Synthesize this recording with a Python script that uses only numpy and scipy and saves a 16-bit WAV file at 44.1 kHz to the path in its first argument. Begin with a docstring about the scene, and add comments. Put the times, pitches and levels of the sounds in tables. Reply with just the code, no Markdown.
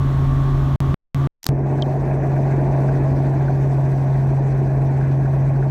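"""A six-cylinder drone fills a small piston helicopter, with gearbox whine and deep rotor rumble.
A phone pointed at the side window drops out twice, then falls silent and switches with a crackle
to its other microphone, which hears less rumble and whine and more of the cabin's hollow roar.
The blades chop this roar, which swells and eases as the phone swings across the rear seats;
on some blade beats a loose panel knocks and rings in its resonances."""
import sys
import numpy as np
from scipy import signal
from scipy.fft import rfft, irfft
from scipy.io import wavfile

SR = 44100
rng = np.random.default_rng(int(sys.argv[2]) if len(sys.argv) > 2 else 0)


def generate_wav(signal):
    """Clip the signal to [-1, 1] and save it as 16-bit WAV at the path in sys.argv[1]."""
    frames = np.transpose(np.atleast_2d(signal))
    scaled = np.clip(frames, -1, 1) * 32767
    pcm = np.round(scaled).astype(np.int16)
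    wavfile.write(sys.argv[1], SR, pcm)


N = 251370
TIME, FREQUENCIES = np.arange(N) / SR, np.fft.rfftfreq(N, 1 / SR)

# stretches in which the phone takes in sound: start t/s, end t/s
LIVE = [(0, .76), (.804, .9435), (1.146, 1.2725), (1.4895, 6)]
SWITCH_S = 1.4  # the microphone changes during the last silence
CABIN_ON_S, OVERSHOOT_S = LIVE[-1][0], .025
CYLINDERS = 6


def exhaust(firings, blades):
    """Periodic firing makes the drone; the blades modulate its amplitude slightly."""
    cabin_db = -17 - 3 * (1 - rise(2.25, over_s=.22))  # starts low at the second microphone
    overshoot_db = 8.5 * settle(CABIN_ON_S, OVERSHOOT_S)
    level_db = np.where(TIME < SWITCH_S, -17.5, cabin_db + overshoot_db)
    return from_db(level_db) * tone(firings, waver_db=.44, smear_rad=.041) * throb(blades, depth_db=.75)


def window_side(firings, blades):
    """Rotation makes line spectra: engine, rotor and gear tones stand over rumble, roar and hiss."""
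    # lines: multiple of the four-stroke cycle rate (engine) or blade rate (rotor), level/dB
    engine_orders = [(2, -32.5), (7, -37.5), (10, -43), (11, -38.5), (12, -36.5), (14, -43.5), (15, -45),
                     (17, -44.5), (24, -54), (26, -48), (31, -52), (40, -52), (48, -42), (50, -52.5),
                     (54, -52), (65, -58.5)]
    rotor_orders = [(3, -28), (4, -36.5), (5, -40.5), (6, -27.5)]
    # noise spectra: f/Hz, relative level/dB
    rumble_spectrum = [(20, -21.5), (30, -11.5), (41, 10.5), (60, -12.5), (90, 3.5), (130, -8.5),
                       (190, -10.5), (300, -34.5)]
    roar_spectrum = [(150, -7.5), (250, 0.5), (340, -1), (400, -1), (490, -13), (620, -7), (900, -9),
                     (1200, -12.5), (1400, -14.5), (1800, -17.5), (2300, -24.5), (2800, -34.5)]
    hiss_spectrum = [(1800, -16.5), (2600, 0), (3400, 2.5), (4200, -3), (4900, -9), (5500, -6.5),
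                     (7500, -11.5), (10300, -18), (12500, -14.5), (15500, -20)]
    cycles = firings / CYLINDERS
    engine = harmonics(cycles, engine_orders, waver_db=1.4, smear_rad=.27)
    rotor = harmonics(blades, rotor_orders, waver_db=4.5, smear_rad=.5)
    whine = gearbox(cycles)
    rumble = from_db(-28.5) * noise(rumble_spectrum)
    roar = from_db(-32.5) * noise(roar_spectrum) * throb(firings, depth_db=1)
    hiss = from_db(-50.5) * noise(hiss_spectrum) * throb(firings, depth_db=.5)
    return engine + rotor + whine + rumble + roar + hiss


def cabin_side(firings, blades):
    """Amplitude modulation: blades chop the noise above the rumble; firings pulse the boom and roar."""
    # lines: multiple of the four-stroke cycle rate (engine) or blade rate (rotor), level/dB
    engine_orders = [(2, -41.5), (4, -38.5), (7, -38.5), (9, -42), (10, -42), (11, -43), (12, -46),
                     (14, -44.5), (17, -41.5), (24, -53.5), (48, -53), (78, -63.5)]
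    rotor_orders = [(3, -46.5), (4, -38.5), (5, -48.5), (6, -40)]
    # noise spectra: f/Hz, relative level/dB
    rumble_spectrum = [(22, -32), (36, -10), (48, 4.5), (100, -3.5), (150, -2), (190, -3.5), (300, -37.5)]
    boom_spectrum = [(150, -14.5), (220, -2.5), (330, 2.5), (410, -1), (460, -4.5), (520, -13)]
    roar_spectrum = [(470, -10.5), (540, -5.5), (600, 2), (700, 0), (820, -5.5), (990, -9.5), (1050, -15),
                     (1160, -14.5), (1270, -30.5), (2000, -48)]
    rasp_spectrum = [(1000, -11), (1300, -5), (1550, 1.5), (1780, -0.5), (2050, -5), (2520, -6.5),
                     (2760, -20), (3500, -37)]
    hiss_spectrum = [(2000, -11.5), (2800, -0.5), (3300, -3), (4200, -2), (4900, -5), (5400, -3.5),
                     (6000, -1), (7400, -7), (8100, -6.5), (10300, -15.5), (11800, -13.5), (15500, -18)]
    rumble_db, boom_db, roar_db, rasp_db, hiss_db = cabin_levels()
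    engine = harmonics(firings / CYLINDERS, engine_orders, waver_db=2, smear_rad=.44)
    rotor = harmonics(blades, rotor_orders, waver_db=.5, smear_rad=.41)
    rumble = from_db(rumble_db) * noise(rumble_spectrum)
    boom = from_db(boom_db + 1.2 * drift(19)) * noise(boom_spectrum)
    roar = from_db(roar_db + .48 * drift(28)) * noise(roar_spectrum, ripple_db=1.5)
    rasp = from_db(rasp_db + 1.3 * drift(18)) * noise(rasp_spectrum, ripple_db=2.54)
    hiss = from_db(hiss_db + 1.1 * drift(25)) * flutter(noise(hiss_spectrum, ripple_db=2))
    lagging = blades - .3  # boom and roar peak after the blade beat
    body = boom * throb(lagging, depth_db=.5) + roar * throb(lagging, depth_db=3)
    treble = rasp * throb(blades, depth_db=1.5) + hiss * throb(blades, depth_db=1)
    return engine + rotor + rumble + body * throb(firings, depth_db=1.5) + treble


def cabin_levels(opens_s=1.66):
    """The sound field varies with position: each band's level/dB swells as the phone swings through."""
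    rumble = -34 + swing(swell_db=4, nearest_s=3.05, width_s=.45)
    boom = -32.5 + swing(swell_db=5.5, nearest_s=2.72, width_s=.81)
    roar = -33.5 + swing(swell_db=4, nearest_s=2.6, width_s=1.12)
    rasp = -46.9 + swing(swell_db=2.8, nearest_s=2.77, width_s=.69)
    hiss = -59 + swing(swell_db=2.5, nearest_s=3.12, width_s=.85)
    # the second microphone starts boomy and muffled, then opens with a surge of roar
    boom += 5 * settle(CABIN_ON_S, over_s=.33)
    muffled = 1 - rise(opens_s, over_s=.008) - settle(CABIN_ON_S, OVERSHOOT_S)
    roar += 5 * settle(opens_s, over_s=.079)
    return rumble, boom, roar - 3.5 * muffled, rasp - 3.5 * muffled, hiss - 8 * muffled


def gearbox(cycles, mesh_order=51.1):
    """Meshing teeth whine at a fixed, non-integer multiple of the engine's cycle rate."""
    return from_db(-43) * tone(mesh_order * cycles, waver_db=5, smear_rad=.2)


def panel_knocks(blades, width_s=.005):
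    """Forced vibration: noise bursts drive a loose panel's modes, lightly on every blade beat."""
    # knocks on the hardest beats: t/s, relative level/dB
    knocks = [(2.363, -38.5), (2.4468, -37), (2.59, -33), (3.4052, -38), (3.4815, -32.5), (4.7152, -39),
              (5.0105, -32.5), (5.2564, -31), (5.624, -35)]
    # panel resonances: f/Hz, relative level/dB, T60/s
    modes = [(1436, -0.5, 0.01), (1612, 1, 0.024), (1830, -3, .012)]
    shudder = sum(from_db(db) * np.exp(-((TIME - s - width_s / 2) / width_s) ** 2) for s, db in knocks)
    beat = np.round(blades - np.floor(blades[0])).astype(int)
    strength = from_db(-46 + 3 * rng.standard_normal(beat[-1] + 1))
    rattle = strength[beat] * np.cos(np.pi * blades) ** 24
    force = (shudder + rattle) * noise([(1200, -9), (1450, 7), (1850, -2.5), (2300, -9.5)])
    ringing = sum((-1) ** k * from_db(db) * ring(force, hz, t60) for k, (hz, db, t60) in enumerate(modes))
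    return from_db(-34) * ringing


def intake(fade_s=.00017):
    """Gating: sound cuts in abruptly and dies within an instant at each dropout."""
    return sum((TIME >= start) * np.clip((end - TIME) / fade_s, 0, 1) for start, end in LIVE)


def switch_crackle(click_hz=5050, click_s=.00015, fizz_s=.00078):
    """Brief transients are broadband: electrical clicks with a thump and a fizz, then faint static."""
    # clicks: t/s, click level/dB, thump level/dB
    clicks = [(1.4317, -23.5, -65), (1.443, -17.5, -39), (1.456, -30, -45), (1.4663, -4.5, -14)]
    # bright edge of every click: f/Hz, relative level/dB, decay time/s
    edge_partials = [(8700, -11, 0.0002), (13300, -5, .00016)]
    sharp, thumps, fizz = np.zeros((3, N))
    for s, db, thump_db in clicks:
        near = np.abs(TIME - s) < .05
        age = TIME[near] - s
        body = np.exp(-np.abs(age) / click_s) * np.cos(2 * np.pi * click_hz * age)
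        edge = sum(from_db(edge_db) * np.exp(-np.abs(age) / edge_s) * np.sin(2 * np.pi * hz * age)
                   for hz, edge_db, edge_s in edge_partials)
        sharp[near] += from_db(db) * (body + edge)
        fizz[near] += from_db(db - 10) * np.exp(-np.abs(age) / fizz_s)
        thumps[round(s * SR)] = from_db(thump_db)
    static = from_db(-40.5) * (TIME > clicks[-2][0]) * (TIME < CABIN_ON_S)
    static *= noise([(150, 24), (1200, 3), (2500, -9), (5200, 0), (8200, -8), (12000, -23)])
    fizz *= noise([(700, -1), (1500, -3), (2900, -8), (4400, -2), (5600, 2), (9000, -15), (15000, -25)])
    return sharp + ring(thumps, hz=262, t60=.011) + static + fizz


def dropout_snaps():
    """An impulse response: an electrical snap rings as sound returns from the two longer silences."""
    impulses = np.zeros(N)
    impulses[[round(start * SR) for start, end in LIVE[2:]]] = from_db(-15.5)
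    return ring(impulses, hz=1950, t60=.003)


def chirp(at_s=1.8215, start_hz=11800, end_hz=3105, glide_s=.0008, swell_s=.0031):
    """A fast exponential glide in frequency is heard as a tiny tick with a short ring."""
    age = np.maximum(TIME - at_s, 0)
    hz = end_hz + (start_hz - end_hz) * np.exp(-age / glide_s)
    swell = (age / swell_s * np.exp(1 - age / swell_s)) ** 2
    return from_db(-21.5) * swell * np.sin(2 * np.pi * np.cumsum(hz) / SR)


def noise_floor():
    """Masking hides this faint low noise except in the silences."""
    return from_db(-68) * noise([(6, 3), (40, -31.5), (150, -46.5), (600, -59.5)])


def tone(turns, waver_db, smear_rad):
    """Random amplitude and phase modulation broaden a line locked to a shaft."""
    angle = 2 * np.pi * (turns + rng.random()) + smear_rad * drift(14)
    return np.sqrt(2) * np.sin(angle) * from_db(waver_db * drift(5.3))


def harmonics(turns, orders, waver_db, smear_rad):
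    """A harmonic series: whole multiples of one rotation rate."""
    return sum(from_db(db) * tone(k * turns, waver_db, smear_rad) for k, db in orders)


def throb(turns, depth_db):
    """Periodic amplitude modulation that peaks once a turn; rms 1."""
    return rms_one(from_db(depth_db * np.cos(np.pi * turns) ** 4))


def ring(force, hz, t60):
    """A damped resonator: a unit impulse starts a decaying sine of height 1."""
    decay, step_rad = from_db(-60 / (t60 * SR)), 2 * np.pi * hz / SR
    return signal.lfilter([0, np.sin(step_rad)], [1, -2 * decay * np.cos(step_rad), decay ** 2],
                          force + 1e-18)


def noise(spectrum, ripple_db=0):
    """Spectral shaping of white noise by (f/Hz, level/dB), rippled by close cabin resonances; rms 1."""
    hz, db = np.transpose(spectrum)
    octave, points = np.log2(FREQUENCIES + 1), np.log2(hz)
    octaves_outside = np.abs(octave - np.clip(octave, points[0], points[-1]))
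    ripple = ripple_db * np.interp(FREQUENCIES, np.geomspace(100, 16000, 500), rng.standard_normal(500))
    gain = from_db(np.interp(octave, points, db) + ripple - 30 * octaves_outside)
    return rms_one(irfft(rfft(rng.standard_normal(N)) * gain, N))


def flutter(x, depth_db=2, rate_hz=20, count=12):
    """Uncorrelated modulation: each treble band wavers on its own; rms 1."""
    spectrum, centres = rfft(x), np.geomspace(2800, 14000, count)
    bands = (irfft(spectrum * np.interp(FREQUENCIES, centres, row), N) for row in np.eye(count))
    return rms_one(sum(band * from_db(depth_db * drift(rate_hz)) for band in bands))


def drift(rate_hz):
    """Low-pass filtering turns noise into a slow fluctuation; rms 1."""
    return rms_one(irfft(rfft(rng.standard_normal(N)) / (1 + (FREQUENCIES / rate_hz) ** 2), N))


def swing(swell_db, nearest_s, width_s):
    """A Gaussian swell in level/dB as the phone passes the place where a sound is strongest."""
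    return swell_db * np.exp(-((TIME - nearest_s) / width_s) ** 2)


def rise(at_s, over_s):
    """A sigmoid step from 0 to 1."""
    return .5 + .5 * np.tanh((TIME - at_s) / over_s)


def settle(from_s, over_s):
    """Exponential relaxation after a jump to 1."""
    return (TIME >= from_s) * np.exp(-np.abs(TIME - from_s) / over_s)


def from_db(db):
    """Level/dB to amplitude ratio."""
    return 10 ** (np.asarray(db) / 20)


def rms_one(x):
    """Normalisation to unit rms."""
    return x / np.sqrt(np.mean(x ** 2) + 1e-20)


def scene():
    """Fixed gearing locks the rotor to the engine; the phone drops out and changes microphone."""
    # engine speed: t/s, firing f/Hz
    speed = [(0, 136.1), (1.3, 136.7), (1.95, 137.4), (2.8, 136.45), (3.45, 136.5), (4.2, 135.4),
             (5.7, 135.9)]
    blades_per_firing, blade_overhead_s = .09915, 3.482
    # phases, as running counts of firings and blade passages
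    firings = np.cumsum(np.interp(TIME, *np.transpose(speed))) / SR
    blades = blades_per_firing * (firings - np.interp(blade_overhead_s, TIME, firings))
    drone = exhaust(firings, blades)
    window = window_side(firings, blades)
    cabin = cabin_side(firings, blades) + panel_knocks(blades)
    helicopter = drone + np.where(TIME < SWITCH_S, window, cabin)
    return (intake() * helicopter + noise_floor() + dropout_snaps() + switch_crackle() + chirp())[None]


def record(dry):
    """Band limiting: an elliptic low-pass filter cuts the top steeply."""
    cutoff_hz = 15800
    return signal.sosfilt(signal.ellip(10, .1, 90, cutoff_hz, fs=SR, output="sos"), dry)


dry = scene()
out = record(dry)
generate_wav(out)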